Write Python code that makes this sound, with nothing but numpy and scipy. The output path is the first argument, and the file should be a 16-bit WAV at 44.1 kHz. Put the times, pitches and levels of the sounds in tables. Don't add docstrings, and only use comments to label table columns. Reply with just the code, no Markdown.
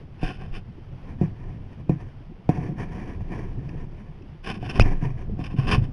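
import sys
import numpy as np
from scipy import signal
from scipy.fft import rfft, irfft
from scipy.io import wavfile
from scipy.ndimage import uniform_filter1d

SR = 44100
rng = np.random.default_rng(int(sys.argv[2]) if len(sys.argv) > 2 else 0)


def store_pcm(level_fs):
    pcm = np.round(np.clip(level_fs, -1, 1) * 32767).astype(np.int16)
    wavfile.write(sys.argv[1], SR, np.atleast_2d(pcm).T)


N = 261072
TIME = np.arange(N) / SR
SIZE = 8192
FREQ = np.maximum(np.arange(SIZE // 2 + 1) * SR / SIZE, 1)

# pitch_hz, width_hz, level_db (relative)
SHAFT_MODES = [(130, 130, 21), (313, 216, 14.5), (721.5, 84, 9.5), (999, 197, 6), (1765, 326, 1.5),
               (2360, 366, -2), (2960, 590, -13.5), (4650, 500, -21), (5570, 690, -18), (6270, 110, -18),
               (7080, 360, -29.5), (9580, 2200, -30.5)]


def knocks(flutter_db=-21, flutter_t60=0.25, click_db=-25, rebound_s=0.0059, rebound_db=-7,
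           body_share=0.53, tick_db=-3):
    # start_s, peak_db, boom_pitch_ratio, ring_time_ratio, hardness_db
    knock_rows = [(.229, -14.5, 0.9, 0.92, 3.5), (1.212, -9, 1.04, 1.34, -13.5),
                  (1.894, -7, 0.95, 1.19, -5.5), (2.491, -5, .88, 0.58, 1.5), (2.574, -23.5, 0.87, 1.2, 12),
                  (2.581, -17.5, 0.93, 1.1, -21), (2.69, -23, 1, 1.9, -6), (3.207, -21, 0.59, 0.86, -9.5),
                  (4.627, -24, .84, 0.84, 9), (4.787, -9.5, 0.52, 0.43, -19), (4.797, -19, .93, 0.38, 8),
                  (4.809, -7.5, .6, 1.5, -13.5), (4.912, -21.5, 1, 2, 1), (5.024, -16.5, .8, 3.6, -19),
                  (5.391, -20, .91, 1.3, -3), (5.539, -20.5, 0.97, 1.1, -16),
                  (5.584, -9.5, 0.74, 0.83, -35), (5.757, -28, 1, 1.9, -11), (5.778, -8.5, 0.69, 0.94, -27),
                  (5.817, -18, 0.58, 0.63, -22)]
    # pitch_hz, level_db (relative), t60_s; each knock scales pitch and t60
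    deck_modes = [(104.9, -9.5, 0.61), (147.7, 1.5, 0.15), (177.2, 1, 0.15), (250.4, -3.5, 0.11),
                  (288, 1, 0.077), (329.5, -5, 0.12), (424, 3, 0.044), (531, -8.5, 0.074),
                  (595, -24.5, 0.017), (725, -26, 0.42), (736.5, -5.5, 0.081), (843, -11, 0.033),
                  (1063, -16.5, 0.026), (1830, -36.5, .035), (2465, -16, 0.035), (4260, -54, .012)]
    boom_top_hz = 560
    click_slope = slope([(1000, 10.5), (2500, -6), (5000, -2.5), (10000, -16.5)])
    out, t = np.zeros(N), TIME[:SR // 2]
    for start, peak_db, pitch, ring, hardness_db in knock_rows:
        boom = np.zeros(len(t))
        for k, (hz, mode_db, t60) in enumerate(deck_modes):
            mode_hz = hz * pitch if hz < boom_top_hz else hz
            sign = (-1) ** (k // 3)
            boom += sign * undb(mode_db) * np.sin(2 * np.pi * mode_hz * t) * ringdown(t, t60 * ring)
        boom = boom + undb(rebound_db) * np.interp(t - rebound_s / pitch, t, boom, left=0)
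        tail = unit(colour(rng.standard_normal(len(t)), resonances(SHAFT_MODES)), 55, 3000)
        tail = tail * ringdown(t, flutter_t60)
        click = colour(rng.standard_normal(len(t)), click_slope) * np.exp(-t / 0.0024)
        contact = slope([(150, 0.011), (330, body_share * hardness_db),
                         (730, hardness_db), (2000, hardness_db + tick_db)])
        mix = boom / np.abs(boom).max() + undb(flutter_db) * tail + undb(click_db) * click
        knock = colour(mix, contact)
        add(out, start, undb(peak_db) * knock / np.abs(knock).max())
    return out


def scrapes(dull_db=-2, bright_db=0, judder_db=1.0, curve=1.36):
    # greatest_pressure_s, rise_s, fall_s, level_db (relative), brightness_db
    strokes = [(0.252, 0.047, 0.11, -40.5, 0.5), (.3, .04, 0.041, -39.5, -9),
               (.415, 0.059, 0.11, -48.5, -8.5), (0.564, 0.042, 0.029, -42, -1),
               (4.445, 0.012, .03, -47.5, 3.5), (4.47, 0.018, 0.074, -36.5, -1),
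               (4.502, 0.028, 0.036, -36, 0), (4.552, 0.03, 0.037, -45.5, 0),
               (4.665, 0.087, 0.059, -47, -3.5), (4.701, 0.02, 0.042, -40, 0.5),
               (4.758, 0.024, 0.1, -40.5, -1), (5.412, 0.036, 0.032, -48, -4.5),
               (5.445, 0.017, 0.018, -45.5, 0.5), (5.463, 0.018, 0.027, -46, 2),
               (5.514, .025, 0.038, -47, -7), (5.591, 0.026, .04, -41, -2.5), (5.63, .03, 0.21, -47, -4),
               (5.69, 0.023, 0.086, -30.5, 0), (5.715, 0.023, 0.037, -29.5, 4),
               (5.733, 0.02, 0.035, -25.5, 0.5), (5.845, 0.035, .025, -50.5, 0)]
    # pitch_hz, width_hz, level_db (relative)
    housing_modes = [(130.5, 158, 14), (351, 193, 8.5), (746, 97, 8), (1078, 144, 0.5), (1486, 157, -3.5),
                     (1790, 250, -7), (2547, 430, -5.5), (3015, 260, -9), (3530, 124, -14),
                     (5030, 990, -19.5), (5230, 300, -19), (8890, 520, -30.5), (10510, 830, -33.5)]
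    # time_s, back_wall_db, side_wall_db
    wall_s, back_db, side_db = np.transpose([(.25, -20, -3.5), (.56, -15, -15), (4.5, -3, -7),
                                             (5.449, -3.5, -17), (5.73, 0, -9)])
    back_wall, side_wall = [(1064, 130, 0)], [(1600, 105, -1.0), (1764, 59, -1.0)]  # Hz, width Hz, dB

    judder = undb(judder_db * walk(110))
    steady_rub = slips(rate=1200, spread_db=4, smooth=.4)
    rub = steady_rub * judder
    body = resonances(housing_modes)
    high_share = 1 / (1 + (2100 / FREQ) ** 8)
    dull = undb(dull_db) * unit(colour(rub, body * np.sqrt(1 - high_share)), 664, 2000)
    bright = undb(bright_db) * unit(colour(rub, body * np.sqrt(high_share)), 1700, 6000)
    for wall, wall_db in (back_wall, back_db), (side_wall, side_db):
        ring = colour(rng.permutation(steady_rub) * judder, resonances(wall))
        dull = dull + undb(np.interp(TIME, wall_s, wall_db)) * ring / np.std(ring)

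    dull_level, bright_level = 0, 0
    for peak_s, rise, fall, db, brightness_db in strokes:
        push = undb(db) * swell(peak_s, rise, fall, curve)
        dull_level = np.maximum(dull_level, push)
        bright_level = np.maximum(bright_level, undb(brightness_db) * push)
    return dull_level * dull + bright_level * bright


def drags(db=0.0, judder_db=1.84, catch_db=1.5, curve=1.36):
    # greatest_pressure_s, rise_s, fall_s, level_db
    moves = [(1.1, 0.13, 0.091, -58), (1.235, 0.043, 0.055, -47), (1.41, 0.1, 0.27, -59),
             (1.735, .04, 0.04, -60.5), (1.8, 0.027, 0.022, -53), (1.925, 0.019, 0.036, -56),
             (2.01, 0.072, 0.13, -56), (2.55, 0.046, 0.11, -50.5), (2.63, 0.065, 0.16, -51),
             (2.808, 0.04, 0.063, -42), (2.98, 0.15, 0.12, -47), (3.07, 0.072, 0.24, -51.5),
             (3.335, 0.077, 0.16, -46.5), (3.39, 0.064, 0.053, -47), (3.5, 0.25, 0.28, -62.5),
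             (3.82, 0.49, 0.11, -60), (4.01, 0.19, 0.2, -61), (4.85, 0.15, 0.17, -43),
             (5.03, 0.025, 0.094, -41.5), (5.21, 0.07, 0.05, -53.5)]
    unevenness = undb(judder_db * walk(70) + catch_db * walk(35))
    rub = slips(rate=1400, spread_db=2.0, smooth=0.56) * unevenness
    hollow_rub = unit(colour(rub, resonances(SHAFT_MODES)), 1260, 3000)
    return undb(db) * pushes(moves, curve) * hollow_rub


def squeaks(jitter=0.072, overtones_db=(0, -10, -38, -30)):
    # start_s, length_s, centre_pitch_hz, level_db (rms before the edges are faded)
    squeak_rows = [(3.69, 0.0059, 2570, -50), (4.221, 0.0065, 2780, -59), (4.66, 0.0064, 2640, -44),
                   (4.695, 0.0094, 2695, -34.5), (4.8032, 0.0127, 2613, -21.5),
                   (4.818, 0.0068, 2680, -28.5), (5.439, 0.014, 2675, -46)]
    out, waver = np.zeros(N), walk(1500)
    for start, length, hz, db in squeak_rows:
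        i, n = int(start * SR), int(length * SR)
        phase = 2 * np.pi * np.cumsum(hz * (1 + jitter * waver[i:i + n])) / SR
        tone = sum(undb(part_db) * np.sin((k + 1) * phase) for k, part_db in enumerate(overtones_db))
        add(out, start, undb(db) * tone / np.std(tone) * signal.windows.tukey(n, .3))
    return out


def jolts():
    # start_s, level_db (before colouring), decay_s
    overload_rows = [(4.7973, 0.5, 0.00022), (4.7987, 0.5, 0.0015)]
    # start_s, pitch_hz, level_db (before onset), t60_s
    sway_rows = [(.232, 27, -11.5, 0.15), (0.507, 21, -18, 0.27), (4.798, 21, -9, 1),
                 (5.792, 38.6, -12, 0.17)]
    clicks, sways, t = np.zeros(N), np.zeros(N), TIME[:SR]
    for start, db, decay in overload_rows:
        add(clicks, start, -undb(db) * np.exp(-t / decay))
    for start, hz, db, t60 in sway_rows:
        onset = 1 - np.exp(-t / 0.0083)
        add(sways, start, undb(db) * np.sin(2 * np.pi * hz * t) * ringdown(t, t60) * onset)
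    click_slope = slope([(500, 2.5), (1500, 3), (3500, -2.5),
                         (7000, -22.5), (10500, -8.0), (12500, -36)])
    return colour(clicks, click_slope) + sways


def water(rumble_db=-1, gurgle_db=-4, wash_db=-1, bubble_db=-11):
    water_slope = slope([(15, -10.5), (25, 5), (45, -13), (70, -6.5), (130, -7), (280, -21.5), (600, -27.5),
                         (740, -26), (1350, -34), (3100, -38.5), (4050, -49.5), (4800, -47), (5600, -50.5),
                         (7200, -66.5), (11000, -64.5)])
    # crest_s, rise_s, fall_s, level_db
    swell_rows = [(.45, 0.14, 0.3, -40), (1.45, 1, 0.56, -42.5), (2.7, 0.17, 0.5, -37), (3.5, 1, 0.83, -38),
                  (4.78, 0.41, 0.21, -33.5), (5.3, 0.2, 0.77, -35.5), (5.72, 0.099, 0.24, -25)]
    floor_db, water_db = -45, -58

    low_share = 1 / (1 + (FREQ / 400) ** 4)
    rumble = unit(colour(rng.standard_normal(N), water_slope * np.sqrt(low_share)), 94, 300)
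    rumble = rumble * undb(rumble_db + 2 * walk(18))
    gurgle = undb(gurgle_db) * bubbles(lo_hz=104.8, hi_hz=439.7, cycles=2.38, count=150)
    grains = slips(rate=6200, spread_db=3, smooth=0.56)
    wash = unit(colour(grains, water_slope * np.sqrt(1 - low_share)), 330, 4000)
    wash *= undb(wash_db + 0.52 * walk(3.83) + 1.0 * walk(23))
    tinkle = undb(bubble_db) * bubbles(lo_hz=445, hi_hz=2700, cycles=5, count=130)
    low_level = np.hypot(undb(floor_db), pushes(swell_rows, curve=2.02))
    return low_level * (rumble + gurgle) + undb(water_db) * (wash + tinkle)


def bubbles(lo_hz, hi_hz, cycles, count):
    out, t = np.zeros(N), TIME[:SR // 8]
    for when, size, strength in rng.random((count, 3)):
        hz = lo_hz * (hi_hz / lo_hz) ** size
        turns = hz * t * (1 + 2.87 * t)
        envelope = np.exp(-turns / cycles) * (1 - np.exp(-turns))
        add(out, when * N / SR, undb(13.6 * strength) / hz * np.sin(2 * np.pi * turns) * envelope)
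    return out / np.std(out)


def slips(rate, spread_db, smooth):
    when = rng.random(N) < rate / SR
    sizes = undb(spread_db * np.clip(rng.standard_normal(N), -2, 2))
    clicks = when * rng.choice([-1, 1], N) * sizes
    return clicks / np.std(clicks) + smooth * rng.standard_normal(N)


def swell(peak_s, rise_s, fall_s, curve):
    away = np.maximum((peak_s - TIME) / rise_s, (TIME - peak_s) / fall_s)
    return 0.12 ** (np.minimum(away, 10) ** curve)


def pushes(rows, curve):
    return np.sqrt(sum((undb(db) * swell(s, rise, fall, curve)) ** 2 for s, rise, fall, db in rows))


def walk(rate):
    k = max(int(SR / rate), 1)
    held = rng.standard_normal(4096)[np.arange(N) // k % 4096]
    smooth = uniform_filter1d(held, k)
    return smooth / np.std(smooth)


def ringdown(t, t60):
    return np.exp(-np.log(1000) * t / t60)


def resonances(rows):
    return np.sqrt(sum((undb(db) / (1 + ((FREQ - hz) / width * 1.6) ** 2)) ** 2 for hz, width, db in rows))


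def slope(points):
    hz, db = np.transpose(points)
    return undb(np.interp(np.log(FREQ), np.log(hz), db))


def colour(x, gain):
    cepstrum = irfft(np.log(gain + 1e-9))
    cepstrum[1:SIZE // 2] *= 2
    cepstrum[SIZE // 2 + 1:] = 0
    response = irfft(np.exp(rfft(cepstrum)))[:SIZE // 2]
    return signal.fftconvolve(x, response)[:len(x)]


def band(x, lo_hz, hi_hz):
    sos = signal.butter(3, [lo_hz, min(hi_hz, SR / 2 - 1)], "band", fs=SR, output="sos")
    return signal.sosfilt(sos, x)


def unit(x, lo_hz, hi_hz):
    return x / np.std(band(x, lo_hz, hi_hz))


def undb(db):
    return 10 ** (np.asarray(db) / 20)


def add(out, s, sound):
    i = int(s * SR)
    out[i:i + len(sound)] += sound[:N - i]


def scene():
    return (knocks() + scrapes() + drags() + squeaks() + jolts() + water())[None]


def record(dry):
    rounded = dry / (1 + dry ** 8) ** (1 / 8)
    return signal.sosfilt(signal.ellip(10, .2, 95, 11700, fs=SR, output="sos"), rounded)


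dry = scene()
out = record(dry)
store_pcm(out)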